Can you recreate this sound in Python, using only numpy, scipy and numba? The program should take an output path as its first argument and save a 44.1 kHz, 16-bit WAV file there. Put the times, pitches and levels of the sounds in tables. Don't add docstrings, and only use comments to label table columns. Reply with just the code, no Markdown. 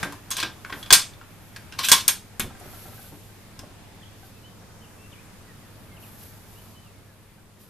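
import sys
import numpy as np
from scipy import signal
from scipy.fft import rfft, irfft
from scipy.io import wavfile
from scipy.ndimage import uniform_filter1d
from numba import njit

SR = 44100
rng = np.random.default_rng(int(sys.argv[2]) if len(sys.argv) > 2 else 0)


def how_loud(loudness_db):
    steps = np.asarray(loudness_db, float) / 20
    return 10 ** steps


def materialize(psi):
    bounded = np.clip(np.atleast_2d(psi).T, -1, 1)
    quanta = np.round(bounded * 32767).astype(np.int16)
    wavfile.write(sys.argv[1], SR, quanta)


N = 339129
FADE_S, FADE_DB = (6.7, 7.13), -4.5


def unit(x):
    return x / np.sqrt(np.mean(x ** 2))


def curve(s, values):
    return np.interp(np.arange(N) / SR, s, values)


def on_log(hz, table):
    table_hz, values = np.transpose(table)
    return np.interp(np.log(hz), np.log(table_hz), values)


def colour(x, table):
    hz = np.maximum(np.arange(N // 2 + 1) * SR / N, 1)
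    return irfft(rfft(x) * how_loud(on_log(hz, table)), N)


def band(x, lo_hz, hi_hz):
    sos = signal.butter(2, [lo_hz, min(hi_hz, .45 * SR)], "band", fs=SR, output="sos")
    return signal.sosfilt(sos, x)


def walk(rate):
    k = int(SR / rate)
    held = np.repeat(rng.standard_normal(N // k + 2), k)
    return 1.3 * uniform_filter1d(uniform_filter1d(held, k), k)[:N]


def pair(likeness):
    mid, side = rng.standard_normal((2, N))
    c = np.clip(likeness, 0, 1)
    return np.sqrt((1 + c) / 2) * mid + np.sqrt((1 - c) / 2) * side * np.array([[1], [-1]])


@njit
def ring(push, hz, t60, gain, count):
    out = np.zeros(count)
    for k in range(len(hz)):
        p, z = np.exp(2j * np.pi * hz[k] / SR - np.log(1000) / (t60[k] * SR)), 0j
        for i in range(min(count, len(push) + int(t60[k] * SR))):
            z = z * p + (push[i] if i < len(push) else 0.)
            out[i] += gain[k] * z.imag
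    return out


def add(track, s, sound, peak_db):
    i = int(s * SR)
    sound = sound[..., :N - i]
    start_rms = np.sqrt(np.mean(np.atleast_2d(sound)[0, :350] ** 2))
    track[..., i:i + sound.shape[-1]] += sound * how_loud(peak_db) / (3 * start_rms)


def stroke(start, hardest, end):
    return curve([start, hardest, end], [0, 1, 0]) ** 0.84


def fade_db():
    return curve(FADE_S, [0, FADE_DB])


# f/Hz, level/dB per Hz
AIR_SPECTRUM = [(2.9, -41), (5.0, -8), (54, -10), (105, -3.5), (152, -11.5), (213, -8.5), (288, -13),
                (364, -14.5), (430, -14.5), (643, -17), (4640, -28), (7180, -31.5), (11900, -30),
                (13600, -29), (15000, -52)]
# f/Hz, left-right correlation
AIR_LIKENESS = [(30, 0.8), (110, 0.29), (200, 0.86), (400, 0.61), (2300, 0.41), (4300, 0.041), (13000, .08)]
# start t/s, hardest t/s, end t/s, rise level/dB
LEANING = [
    (-0.05, 0.0, 0.21, 12),
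    (0.143, 0.42, 0.63, 3.5),
    (0.554, 0.805, 1.15, 4.5),
    (1.5, 1.65, 1.88, 2),
    (1.72, 1.963, 2.2, 7),
    (2.45, 2.65, 3.12, 3),
    (3.5, 3.792, 4.17, 0.5),
]
AIR_DB, HISS_DB = -50.5, -52.5


def air():
    stir_db = sum(stroke(*when) * db for *when, db in LEANING) + fade_db()
    low, high = 0, 0
    for hz in 6.25 * 2 ** np.arange(0, 11.3, .5):
        noise = band(pair(on_log(hz, AIR_LIKENESS)), hz / 2 ** 0.45, hz * 2 ** 0.21)
        noise = noise * how_loud(on_log(hz, AIR_SPECTRUM) + 1.4 * walk(4.2))
        if hz > 700:
            high = high + noise
        else:
            low = low + noise
    return unit(low) * how_loud(AIR_DB + stir_db) + unit(high) * how_loud(HISS_DB + 1.2 * stir_db)


# multiple of the shaft rate, level/dB
SHAFT_ORDERS = [(2, -7.5), (4, -13.5), (5, 1.5), (7, -8), (8, -14.5), (9, -8), (10, -9.5), (11, -8),
                (14, -17)]
SHAFT_HZ, DRONE_HZ, DRONE_DB = 20.3, 116.3, -6
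ENGINE_DB, ENGINE_FADE_DB_PER_S = -56, -5


def engine():
    turn = 2 * np.pi * np.cumsum(SHAFT_HZ * (1 + .002 * walk(1.5))) / SR
    hum = 0
    for order, db in SHAFT_ORDERS:
        tone = np.sqrt(2) * np.sin(order * turn + 2 * np.pi * rng.random())
        hum = hum + how_loud(db + 0.83 * walk(9.0)) * tone
    drone = unit(band(rng.standard_normal(N), DRONE_HZ - 1.5, DRONE_HZ + 1.5))
    since_fade = np.maximum(np.arange(N) / SR - FADE_S[0], 0)
    return (hum + how_loud(DRONE_DB) * drone) * how_loud(ENGINE_DB + ENGINE_FADE_DB_PER_S * since_fade)


# t/s, length/s, from f/Hz, held f/Hz, level/dB
HELD_NOTES = [
    (4.035, .06, 3050, 3380, -56),
    (4.32, 0.083, 2560, 2640, -64),
    (4.43, 0.059, 2800, 3090, -53),
    (4.81, .025, 2970, 3170, -56.5),
    (4.965, 0.12, 2400, 2710, -58),
    (5.905, 0.042, 2160, 2110, -56.5),
    (6.745, 0.079, 2980, 3044, -56.5),
]
# t/s, length/s, from f/Hz, to f/Hz, level/dB
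GLIDING_NOTES = [(4.012, .014, 1800, 1950, -56), (4.02, 0.0235, 3550, 2880, -48.5),
                 (4.828, .028, 3160, 2615, -54.5), (5.115, 0.029, 3830, 2350, -50),
                 (5.14, 0.0352, 2490, 2150, -56.5), (5.165, .045, 2170, 2640, -55.5),
                 (5.46, .07, 2050, 1780, -57.5), (5.58, .085, 2320, 1760, -62.5),
                 (5.962, 0.024, 3250, 2350, -53.5), (6.022, .035, 3230, 2240, -52.5),
                 (6.555, .05, 2680, 3185, -57), (6.84, .07, 3030, 2450, -62), (6.9, .13, 2457, 1960, -66.5),
                 (7.06, .1, 1830, 1500, -65)]


def bird():
    def scoop(t, length):
        return 1 - np.exp(-t / 0.016)

    def glide(t, length):
        return t / length

    out = np.zeros(N)
    for notes, bend in ((HELD_NOTES, scoop), (GLIDING_NOTES, glide)):
        for s, length, from_hz, to_hz, db in notes:
            t = np.arange(int(length * SR)) / SR
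            hz = from_hz + (to_hz - from_hz) * bend(t, length)
            swell = np.sin(np.pi * t / length) ** 0.63
            note = swell * np.sin(2 * np.pi * np.cumsum(hz) / SR)
            out[int(s * SR):][:len(t)] += how_loud(db + 0.5) * note
    time = np.arange(6000) / SR
    trees = rng.standard_normal((2, 6000)) * np.exp(-np.log(1000) * time / 0.32) * how_loud(-31.5)
    trees[:, 0] = 1
    return signal.fftconvolve(out[None], trees, axes=1)[:, :N]


# f/Hz, level/dB per Hz
SLEEVE_SPECTRUM = [(4000, -11), (9000, -21), (10500, -0.5), (12000, 5.5), (13500, 2), (14500, -22)]
# start t/s, hardest t/s, end t/s, level/dB
RUSTLES = [(0.02, 0.032, 0.07, -46), (0.11, 0.15, 0.3, -60), (0.71, 0.78, 0.87, -52),
           (1.2, 1.42, 1.72, -58.5), (2.58, 2.68, 2.86, -52), (2.7, 2.97, 3.2, -51), (3.1, 3.24, 3.45, -61),
           (4.14, 4.24, 4.42, -61), (5.99, 6.02, 6.24, -54), (6.1, 6.27, 6.45, -55), (6.4, 6.55, 6.9, -56),
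           (7.59, 7.61, 7.78, -55)]
WEAVE_DB = -6


def sleeve():
    grains = pair(0.58) * how_loud(1.14 * walk(300) + 2.5 * walk(20))
    fine = unit(np.array([colour(g, SLEEVE_SPECTRUM) for g in grains]))
    weave = unit(band(grains, 2100, 13000))
    brush = sum(stroke(*when) * how_loud(db + 0.9) for *when, db in RUSTLES)
    return brush * (fine + how_loud(WEAVE_DB) * weave)


# f/Hz, side minus mid level/dB
SPREAD = [(60, -5.5), (110, -8), (200, -9.5), (370, -8), (690, -13), (1270, -18.5), (2340, -25),
          (4310, -10), (7930, -5), (14600, 1)]
PORCH_T60_S, PORCH_TREBLE_T60_S, PORCH_DB = 0.24, 0.15, -9


def porch(x):
    time = np.arange(N) / SR
    noise = rng.standard_normal((2, N)) * (1 - np.exp(-time / 0.0021))
    body = band(noise, 40, 9100) * how_loud(-60 * time / PORCH_T60_S)
    treble = band(noise, 6500, 13000) * how_loud(-60 * time / PORCH_TREBLE_T60_S)
    mid, side = body + treble
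    tail = np.array([mid, colour(side, SPREAD)])[:, :SR // 2]
    return signal.fftconvolve(x[None], tail / np.sqrt(np.sum(mid ** 2)), axes=1)[:, :N]


# f/Hz, t60/s
STOCK_RINGS = [(770, 0.05), (1330, 0.11), (1550, 0.077)]
# t/s, peak level/dB, second ring level/dB, third ring level/dB
TAPS = [(2.509, -35.5, -14, -24), (2.551, -36.5, -20, -16), (2.612, -34.5, -17, -24), (2.655, -41, -9, -19),
        (2.734, -35, -9, -28), (2.856, -34.5, -10, -22), (2.929, -40, -5, -16), (2.979, -40, -9, -3.5),
        (2.992, -36, -18, -11), (3.019, -52, -18, -7), (3.044, -45, -16, 3), (3.069, -45, -19, -12),
        (3.29, -44.5, -21, -12), (4.231, -38, -22, -19), (4.619, -45.5, -18, -17.5), (4.789, -48, -15, -16),
        (7.383, -49, -10, -10)]


def taps():
    out = np.zeros(N)
    hz, t60 = np.transpose(STOCK_RINGS)
    for s, peak_db, second_db, third_db in TAPS:
        touched_hz = hz * (1 + 0.025 * rng.standard_normal(3))
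        gain = how_loud([0, second_db + 2.5, third_db + 11])
        add(out, s, ring(np.hanning(16), touched_hz, t60, gain, 8000), peak_db - 1.1)
    return out


# t/s, peak level/dB, f/Hz, t60/s
THUDS = [(0.03, -22, 516, 0.18), (0.061, -29, 286, 0.28), (0.429, -28, 321.4, 0.29),
         (0.479, -39, 323, 0.11), (0.723, -29, 292, 0.16), (0.768, -29, 315, 0.077),
         (0.92, -15.5, 500, 0.05), (1.919, -25, 385, 0.1), (1.947, -35, 96.4, 0.15),
         (2.078, -36, 602, 0.15), (2.396, -19.5, 580, 0.068), (2.414, -23.5, 76.6, 0.2),
         (2.44, -27, 171, 0.12), (2.581, -41, 119, 0.05), (2.617, -41, 345, 0.12),
         (2.655, -35.5, 388, 0.18), (2.677, -42, 304, 0.08), (2.452, -23.5, 90, 0.19),
         (2.859, -34, 103, 0.08), (2.878, -35, 229, 0.12), (3.121, -33.5, 424, 0.17),
         (3.173, -40, 170, 0.08), (2.478, -34, 75, 0.1), (3.258, -38.5, 104.7, 0.11),
         (3.591, -31.5, 104, 0.072), (3.629, -31, 267, 0.15)]


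def thuds():
    out = np.zeros(N)
    count = 15000
    time = np.arange(count) / SR
    for s, peak_db, hz, t60 in THUDS:
        detune, strength = rng.standard_normal((2, 6))
        detune[0] = 0
        ratios = np.array([1, 1.4, 2.1, 1.8, 0.38, .65]) * (1 + .05 * detune)
        gain = how_loud(-5 * (ratios != 1) + 4.3 * strength)
        body = ring(np.hanning(110), hz * ratios, t60 / ratios ** 0.067, gain, count)
        crunch = band(rng.standard_normal(count), min(150, .7 * hz), min(930, 3.1 * hz))
        crunch = crunch * (1 - np.exp(-time / 0.0017)) * how_loud(-60 * time / t60)
        add(out, s, unit(body) + how_loud(-4.0) * unit(crunch), peak_db)
    return out


# start t/s, hardest t/s, end t/s, level/dB, high share level/dB
SLIDES = [
    (0.0, 0.026, 0.03, -43, -18),
    (0.308, 0.34, 0.39, -36, -20),
    (0.356, 0.404, 0.433, -24, -15),
    (0.425, 0.436, 0.49, -27, -18),
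    (1.715, 1.75, 1.72, -36.5, -10),
    (1.784, 1.793, 1.85, -25.5, -9.5),
    (1.825, 1.848, 1.9, -20, -3),
    (1.893, 1.932, 2.03, -21.5, -4.5),
]


def slides():
    ticks = (rng.random(N) < 3000 / SR) * rng.standard_normal(N) * how_loud(1.3 * walk(150))
    hz = rng.uniform(2300, 14000, size=160)

    def scrape(rings_hz):
        count = len(rings_hz)
        body = ring(np.ones(1), rings_hz, np.full(count, .02), rng.standard_normal(count), 2000)
        return unit(signal.fftconvolve(ticks, body)[:N])

    dull, bright = scrape(hz[hz < 6000]), scrape(hz[hz >= 6000])
    out = np.zeros(N)
    for *when, db, high_db in SLIDES:
        out += stroke(*when) * how_loud(db - 7) * (dull + how_loud(high_db) * bright)
    return out


STEEL_BAND_HZ = [1300, 4000, 10000]


def steel_tone(hz, low_db, high_db):
    tilt = how_loud(np.interp(np.log(hz), np.log(STEEL_BAND_HZ), [low_db + 13, 0, high_db]))
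    return tilt / (1 + (880 / hz) ** 4) / (1 + (hz / 14000) ** 6)


# f/Hz, level/dB, share of the blow's t60
STEEL = [(1050, -5.5, 1.3), (1595, -2, 0.72), (2400, -6.5, 0.63), (3360, -3.5, 0.9), (4373, -10, .9),
         (5450, -9.5, 1.1), (6460, -8, 1.9), (8480, -4, .8), (11910, -1, 0.59)]
# t/s, peak level/dB, high share level/dB, loudest ring f/Hz
HANDLE = [
    (0.029, -14, -7, 1579),
    (0.1228, -30, -1, 1033),
    (0.6466, -24.5, -32.5, 1544),
    (0.6965, -26, -23.5, 1069),
    (0.7245, -21, -26.5, 1535),
    (1.2124, -34, -33.5, 1390),
    (2.3955, -14, 12, 12020),
    (2.4991, -39.5, -20, 1294),
    (2.5975, -40, 19, 1170),
]
# t/s, peak level/dB, high share level/dB, loudest ring f/Hz
RATTLE = [(0.3045, -21.5, 2, 8350), (0.3112, -16.5, -0.5, 1050), (0.3673, -19, 1, 8300),
          (0.3824, -21, -16.5, 3270), (0.4008, -18, -5.5, 4300), (0.4327, -22.5, -40, 1634),
          (1.723, -30, -17.5, 2726), (1.7885, -14, -9.5, 4203), (1.8347, -18.5, -25.5, 3995),
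          (1.8441, -18, 0, 2507), (1.8851, -8, 2, 3495)]
# t/s, peak level/dB, high share level/dB, loudest ring f/Hz
TICKS = [
    (0.4274, -13.5, -16, 1570),
    (0.828, -27, -10, 3360),
    (0.8603, -31.5, -18, 3390),
    (0.8732, -42, -9, 3360),
    (1.1353, -41, -11, 3620),
    (0.9048, -2.5, -10.5, 3360),
    (1.5613, -27.5, -10, 1683),
    (2.0864, -10, -8.5, 8300),
    (2.4194, -33, -22, 3530),
    (3.5906, -30.5, -5.5, 5200),
]
# t/s, peak level/dB, high share level/dB,
# loudest ring f/Hz
SLAMS = [
    (0.9256, 8.5, -1, 8504),
    (0.9307, 1, -7, 8480),
    (1.9158, 5, -3.5, 6460),
    (2.0793, -2.5, 7.5, 8720),
    (2.4034, -17.5, -34, 3504),
]
# blows, low share level/dB, t60/s
CONTACTS = [(HANDLE, -3.5, .08), (RATTLE, -16, 0.12), (TICKS, -14, 0.063), (SLAMS, -23, 0.087)]


def knocks():
    out = np.zeros((2, N))
    named_hz, named_db, named_share = np.transpose(STEEL)
    time = np.arange(10000) / SR
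    edges = 500 * 2 ** np.arange(0, 5.1, .5)
    centres = np.sqrt(edges[1:] * edges[:-1])
    blows = sorted((*blow, low_db, t60) for rows, low_db, t60 in CONTACTS for blow in rows)
    for s, peak_db, high_db, lead_hz, low_db, t60 in blows:
        def fade(hz):
            mode_t60 = t60 * (hz / 4000) ** -.25
            return (1 - np.exp(-time / 0.00033)) * how_loud(-60 * time / mode_t60)

        chatter = how_loud(3.1 * np.repeat(rng.standard_normal(250), 40) * np.exp(-time / 0.042))
        sound = np.zeros((2, len(time)))
        for lo, hi, hz in zip(edges, edges[1:], centres):
            thicket = band(rng.standard_normal((2, len(time))), lo, hi) * fade(hz) * chatter
            sound += thicket * steel_tone(hz, low_db, high_db) * how_loud([[0], [on_log(hz, SPREAD)]])

        strength, phases, sides = rng.standard_normal((3, 10))
        rings_hz = np.append(named_hz, lead_hz)
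        rings_db = np.append(named_db - 13.5 + 5.7 * strength[:9], -7.5 - 0.16 * peak_db)
        shares = np.append(named_share, .68)
        for hz, db, share, phase, side in zip(rings_hz, rings_db, shares, phases, sides):
            wander = np.cumsum(0.088 * rng.standard_normal(len(time)))
            tone = np.sin(2 * np.pi * hz * time + 3 * phase + wander) * fade(hz) ** (1 / share) * chatter
            tone = tone * how_loud(db) * steel_tone(hz, low_db, high_db)
            sound += tone * np.array([[1], [side * how_loud(on_log(hz, SPREAD))]])
        add(out, s, sound, peak_db)
    return out


def scene():
    mid, side = knocks()
    mid = mid + slides() + thuds() + taps()
    wet_mid, wet_side = how_loud(PORCH_DB) * porch(mid)
    near = mid + wet_mid + (side + wet_side) * np.array([[1], [-1]])
    left_db = 0.24
    balance = how_loud(np.array([[left_db], [-left_db]]) / 2)
    return (near + air() + sleeve() + engine() + bird()) * balance


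def band_limit(x):
    return signal.sosfilt(signal.butter(12, 15200, fs=SR, output="sos"), x)


def record(dry):
    top_hz = 14150
    cut = signal.sosfilt(signal.ellip(10, .3, 60, top_hz, fs=SR, output="sos"), dry)
    return band_limit(np.clip(cut, -1, 1))


dry = scene()
out = record(dry)
materialize(out)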